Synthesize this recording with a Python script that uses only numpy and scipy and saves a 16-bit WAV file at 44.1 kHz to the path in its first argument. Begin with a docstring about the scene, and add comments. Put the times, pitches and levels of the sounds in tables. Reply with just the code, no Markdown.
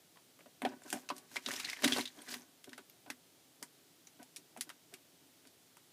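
"""A steel sink with a plastic tub in it: a small parrot steps around the rim, hops in and bathes, close by.
Claws, wet wings and drops are short noise bursts with a ring and a rising note of their own.
Stirred water is a cloud of rising sine bubbles over flickering noise bands, and it shakes the tub.
Feet and body push the tub into its booming modes; microphone hiss and low room rumble lie underneath."""
import sys
import numpy as np
from scipy import signal
from scipy.fft import rfft, irfft
from scipy.io import wavfile
from scipy.ndimage import uniform_filter1d

SR = 44100
rng = np.random.default_rng(int(sys.argv[2]) if len(sys.argv) > 2 else 0)


def nominal_scale(level):
    """Amplitude ratio for a level in decibels (scalar or array-like)."""
    x = np.asarray(level, float) / 20
    return 10 ** x


def log_audio(samples):
    """Write samples as a 16-bit WAV file to the path given in sys.argv[1]."""
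    # one column per channel
    frames = np.atleast_2d(samples).T
    # limit to full scale, then quantise
    limited = np.clip(frames, -1, 1)
    pcm = np.round(limited * 32767).astype(np.int16)
    wavfile.write(sys.argv[1], SR, pcm)


N = 261072
T = np.arange(N) / SR


def unit(x):
    """Scale to rms 1."""
    return x / np.sqrt(np.mean(x ** 2))


def band(x, lo_hz, hi_hz):
    """Butterworth band-pass."""
    return signal.sosfilt(signal.butter(2, [lo_hz, hi_hz], "bandpass", fs=SR, output="sos"), x)


def ring(x, hz, width_hz):
    """Two-pole resonance, gain 1 at the centre."""
    return signal.lfilter(*signal.iirpeak(hz, hz / width_hz, fs=SR), x)


def add(out, start_s, x):
    """Mix x into out from start_s."""
    i = int(start_s * SR)
    out[i:i + len(x)] += x[:N - i]


def walk(rate_hz):
    """Random levels, a new one every 1 / rate_hz s with straight slides between; spread a little under 1."""
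    hold = int(SR / rate_hz)
    steps = np.repeat(rng.standard_normal(N // hold + 1), hold)
    return uniform_filter1d(steps, hold)[:N]


# Claws tick on the rim and sink; levels as rms over 10 ms.
# Columns: start_s, snap_db, ring_hz, crack_db (treble)
TICKS = [(0.171, -60.5, 945, -75), (.39, -62.5, 606, -68), (.406, -60.5, 625, -75),
         (0.6185, -41.5, 676, -50), (.689, -59.5, 5000, -68), (.8187, -61, 604, -65),
         (.902, -48, 7150, -46), (0.9271, -36.5, 772, -35.5), (1.0891, -43.5, 2700, -70),
         (1.1647, -62, 8400, -55.5), (1.18, -60, 8960, -53), (1.314, -59.5, 1510, -64),
         (1.3587, -41, 1390, -61), (2.6416, -55, 3300, -56.5), (2.6927, -58.5, 3660, -63),
         (2.7306, -50, 1910, -69), (2.778, -49.5, 1520, -57.5), (3.101, -40, 1910, -47),
         (3.6264, -46.5, 1990, -43.5), (4.2285, -61.5, 6900, -58.5), (4.361, -52.5, 5600, -49.5),
         (4.3659, -53, 4000, -49), (4.5729, -53.5, 765, -54.5), (4.609, -40.5, 9900, -37.5),
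         (4.692, -50.5, 1990, -52.5), (4.6998, -49.5, 1370, -60), (4.9386, -50.5, 2480, -52.5),
         (5.4522, -63.5, 560, -84), (5.4714, -65, 4700, -62.5), (5.769, -60.5, 1280, -60.5)]


def ticks():
    """Hard claws: a sharp snap with the ring tucked under it and a treble crack."""
    out = np.zeros(N)
    for start_s, snap_db, ring_hz, crack_db in TICKS:
        add(out, start_s, hit(snap_db - 8, ring_hz, snap_db, crack_db, rise_ms=0.94))
    return out


# Wet wings slap the water; level as rms over 10 ms.
# Columns: start_s, snap_db, ring_hz, rise_ms
SLAPS = [(1.4853, -41.5, 508, 2.3), (1.512, -40.5, 2100, 3.6), (1.535, -44, 2800, 3.1),
         (1.595, -39.5, 2490, 5.8), (1.6984, -41, 4650, 0.78), (1.8213, -43.5, 1980, 1.9),
         (1.832, -41, 6160, 3.7), (1.8392, -26, 3510, 5.9), (1.8747, -32, 2030, 4.3),
         (1.9612, -38.5, 546, 3.4), (2.28, -49.5, 4500, 9.7), (2.3393, -41.5, 1850, 1.4)]


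def slaps():
    """Wet wings: mostly slower bursts, ring and crack both well under the broad snap."""
    out = np.zeros(N)
    for start_s, snap_db, ring_hz, rise_ms in SLAPS:
        add(out, start_s, hit(snap_db - 9, ring_hz, snap_db, snap_db - 8.5, rise_ms))
    return out


# Drops and hollow taps with a clear pitch; level as rms over 10 ms.
# Columns: start_s, ring_db, ring_hz, rise_ms
PLOPS = [(0.157, -66, 1060, 2), (0.4585, -58, 582, 1.8), (0.6495, -32, 724, 2), (0.836, -59.5, 7300, .4),
         (0.8762, -61, 1520, 3.8), (.9582, -52.5, 692, 2.7), (.9701, -52, 730, 0.43),
         (1.101, -37, 1065, 1.4), (1.3646, -37, 2234, 2.4), (1.4605, -38, 3760, 2.1),
         (1.563, -44, 5600, .3), (1.644, -40, 3940, 5), (1.684, -44, 1955, 6.4), (1.7288, -42.5, 2090, 4.1),
         (1.7688, -51, 2010, 1.2), (1.7896, -52, 1800, .6), (1.92, -32.5, 3330, 3.6),
         (1.9306, -36, 3380, 1.6), (1.9694, -41.5, 4400, 0.94), (1.9835, -45, 8700, .2),
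         (1.9926, -43, 2130, 0.79), (2.01, -42.5, 4000, .3), (2.0534, -43, 3610, 2.9),
         (2.075, -48, 3800, .65), (2.187, -60.5, 3270, 2.8), (2.2154, -55, 8800, 4.2),
         (2.2666, -54.5, 1810, 11), (2.31, -48.5, 4430, 9.5), (2.4196, -63, 6000, .5),
         (2.897, -59.5, 12300, 1.1), (3.06, -57.5, 728, 3.8), (4.07, -57, 6000, 1.9),
         (4.1912, -66, 750, 0.61), (4.211, -58, 650, 9.7), (4.5633, -53.5, 750, 1.3),
         (4.9217, -65.5, 645, 4.6)]


def plops():
    """Drops and taps: the ring leads, with the snap just under it and little crack."""
    out = np.zeros(N)
    for start_s, ring_db, ring_hz, rise_ms in PLOPS:
        add(out, start_s, hit(ring_db, ring_hz, ring_db - 3, ring_db - 18.5, rise_ms))
    return out


def hit(ring_db, ring_hz, snap_db, crack_db, rise_ms):
    """A gritty burst: a ring at its own pitch, a broad snap and a treble crack, smeared by the steel walls."""
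    sink_t60_s, sink_db = 0.086, -4
    t = T[:SR // 8]
    noise, grit = rng.standard_normal((2, len(t)))
    rise_s = rise_ms / 1000
    after = np.maximum(t - rise_s, 0)
    swell = np.minimum(t / rise_s, 1) ** 1.02
    # a slow, wet slap also ends slowly
    fall = np.exp(-after / (0.0011 + 0.5 * rise_s))
    sink_tail = nominal_scale(sink_db - 60 * after / sink_t60_s)
    roughness = nominal_scale(1.05 * unit(uniform_filter1d(grit, size=24)))
    burst = noise * swell * (fall + sink_tail) * roughness

    # trapped air sings a short clear note that rises as it dies
    note = np.sin(2 * np.pi * ring_hz * t * (0.97 + 4 * t))
    note = note * swell * np.exp(-after / (6.5 / ring_hz + rise_s))
    width_hz = 80 + 0.26 * ring_hz
    rung = ring(ring(burst, ring_hz, width_hz), ring_hz, width_hz)
    voiced = unit(rung) + unit(note)
    snap = band(burst, min(0.47 * ring_hz, 1900), min(1500 + 2.0 * ring_hz, 6000))
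    crack = band(burst, 4040, 10700)

    out = np.zeros(len(t))
    for part, level_db in [(voiced, ring_db), (snap, snap_db), (crack, crack_db)]:
        # level is the part's whole energy counted as 10 ms
        out += nominal_scale(level_db) * part * np.sqrt(SR / 100) / np.linalg.norm(part)
    return out


# Bouts of stirred water; each level sets the main part of its layer.
# Columns: start_s (full level reached), hold_s, spray_db, fine_spray_db, tub_rumble_db
BOUTS = [(0.657, 0.041, -65, -74, -52), (0.883, 0.1, -65.5, -57, -58.5), (1.161, 0.018, -68.5, -67, -62),
         (1.34, 0.018, -59.5, -56, -63.5), (1.479, 0.099, -50.5, -50.5, -59),
         (1.636, 0.098, -50.5, -58.5, -64), (1.852, 0.16, -45.5, -47, -50),
         (2.16, 0.082, -69.5, -65.5, -65), (2.311, 0.028, -52, -49, -56.5)]


def splash():
    """Bubbles, crackle and flickering fizz; the moving water shakes the tub."""
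    fizz = nominal_scale(1.7 * walk(90)) * rng.standard_normal(N)
    bubbles = drops(count=2600, lo_hz=1500, hi_hz=7000, cycles=3.5, spread_db=2.8)
    spray = bubbles + nominal_scale(-4.5) * unit(band(fizz, 1900, 6600))
    crackle = drops(count=4000, lo_hz=5000, hi_hz=13300, cycles=0.85, spread_db=2.5)
    fine = crackle + nominal_scale(-15.5) * unit(band(fizz, 5900, 17300))

    slosh = nominal_scale(6.7 * walk(40)) * rng.standard_normal(N)
    rumble = unit(band(tub(slosh), 167, 3000)) + nominal_scale(-7.5) * unit(band(slosh, 160, 820))

    spray_db, fine_db, rumble_db = np.transpose(BOUTS)[2:]
    out = stirring(spray_db, settle_db_per_s=252) * spray
    out += stirring(fine_db, settle_db_per_s=252) * fine
    out += stirring(rumble_db, settle_db_per_s=146) * rumble
    return out


def drops(count, lo_hz, hi_hz, cycles, spread_db):
    """Random bubbles while the water is stirred: short sines that rise as they die, a few far louder."""
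    out = np.zeros(N)
    first_s, last_s = BOUTS[0][0] - 0.1, BOUTS[-1][0] + 0.2
    for when, pitch, size, life in rng.random((count, 4)):
        hz = lo_hz * (hi_hz / lo_hz) ** pitch
        turns = cycles * (0.5 + life)  # cycles until the bubble has died to 1/e
        phase = np.arange(int(5 * turns * SR / hz) + 2) * hz / SR
        wave = np.sin(2 * np.pi * phase * (1 + 0.037 * phase / turns)) * np.exp(-phase / turns)
        loudness = nominal_scale(-spread_db * np.log(1 - size))
        add(out, first_s + when * (last_s - first_s), loudness * wave)
    active = out[int(first_s * SR):int(last_s * SR)]
    return out / np.sqrt(np.mean(active ** 2))


def stirring(levels_db, settle_db_per_s):
    """Gain of the bouts: each swells, holds and settles along straight dB slopes."""
    swell_db_per_s = 353
    gain = np.zeros(N)
    for (start_s, hold_s, *_), level_db in zip(BOUTS, levels_db):
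        swell_db = swell_db_per_s * np.maximum(start_s - T, 0)
        settle_db = settle_db_per_s * np.maximum(T - start_s - hold_s, 0)
        gain += nominal_scale(level_db - swell_db - settle_db)
    return gain


# Feet and body thud on the tub.
# Columns: start_s, peak_db, push_hz (where the push is strongest)
THUDS = [(0.46, -52.5, 226), (0.625, -31.5, 287), (0.658, -31, 385), (0.762, -52, 366), (0.93, -32, 256),
         (0.948, -35.5, 248), (1.107, -37.5, 400), (1.319, -59, 272), (1.364, -45.5, 269.3),
         (1.464, -42, 240), (1.482, -45, 245), (1.643, -57.5, 288), (1.836, -25, 424), (1.85, -23, 255),
         (1.916, -32, 253), (1.959, -40, 425), (1.995, -36, 275), (2.319, -48, 256), (2.355, -46, 270),
         (2.672, -43.5, 260), (2.717, -50.5, 261), (2.787, -49, 282), (3.071, -50, 270),
         (3.095, -43.5, 254), (3.621, -45.5, 260), (4.195, -46, 267), (4.377, -57, 269), (4.575, -49, 256),
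         (4.669, -53, 333), (4.93, -51, 371), (5.458, -58, 260)]


def thuds():
    """A soft push of a few ms; where it lands decides which tub mode speaks most."""
    out, t = np.zeros(N), T[:SR // 3]
    for start_s, peak_db, push_hz in THUDS:
        push = rng.standard_normal(len(t)) * t * np.exp(-t / 0.0039)
        modes = tub(ring(push, push_hz, width_hz=143.0) + 0.5 * push)
        boom = unit(band(modes, 185, 2600)) + 0.2 * unit(band(push, 116, 255))
        add(out, start_s, nominal_scale(peak_db) * boom / np.abs(boom).max())
    return out


# Modes of the plastic tub; levels are relative, before weighting by ring time.
# Columns: mode_hz, level_db, t60_s
TUB = [(250.7, -2.5, 0.18), (278.6, 3, 0.068), (371, -5, 0.12), (585, -4, 0.06), (709, -3, 0.043),
       (957, -4.5, 0.083), (1126, -24, 0.42), (1490, -3, 0.067)]


def tub(push):
    """The plastic tub rings in its modes when pushed, longer modes weighted up by their ring time."""
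    out = np.zeros(len(push))
    for mode_hz, level_db, t60_s in TUB:
        width_hz = np.log(1000) / np.pi / t60_s  # bandwidth that dies 60 dB in t60_s
        out += nominal_scale(level_db) * ring(push, mode_hz, width_hz) * t60_s
    return out


# Spectrum of the background hiss and rumble; only its shape counts.
# Columns: freq_hz, density_db (relative, per Hz)
HISS = [(32, -57), (55, -40), (86, -12.5), (174, -5), (210, -13), (266, -3.5), (306, -5), (387, -7.5),
        (526, -12.5), (681, -11.5), (1020, -18), (2730, -17.5), (3070, -15), (15200, -21)]


def hiss():
    """Microphone hiss and low room rumble: steady noise shaped along a log-frequency curve."""
    level_db = -65  # rms
    freq_hz, density_db = np.transpose(HISS)
    f = np.maximum(np.fft.rfftfreq(N, 1 / SR), 1)
    shape = nominal_scale(np.interp(np.log(f), np.log(freq_hz), density_db))
    noise = irfft(rfft(rng.standard_normal(N)) * shape, N)
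    return nominal_scale(level_db) * unit(noise)


def scene():
    """Bird and water in the sink, over hiss, on one channel."""
    struck = ticks() + slaps() + plops()
    # every tick, slap and plop also sets the tub's modes ringing faintly
    sympathy = nominal_scale(20.5) * tub(struck)
    return (struck + sympathy + thuds() + splash() + hiss())[None]


def band_limit(x):
    """A steep low-pass at the top of the band."""
    return signal.sosfilt(signal.butter(12, 16430, fs=SR, output="sos"), x)


def record(dry):
    """The microphone side cuts the deep bass and, steeply, the top."""
    low_cut = signal.butter(2, 70, "highpass", fs=SR, output="sos")
    top_cut = signal.ellip(6, 0.3, 22, 15300, fs=SR, output="sos")
    mix = signal.sosfilt(top_cut, signal.sosfilt(low_cut, dry))
    return band_limit(mix)


dry = scene()
out = record(dry)
log_audio(out)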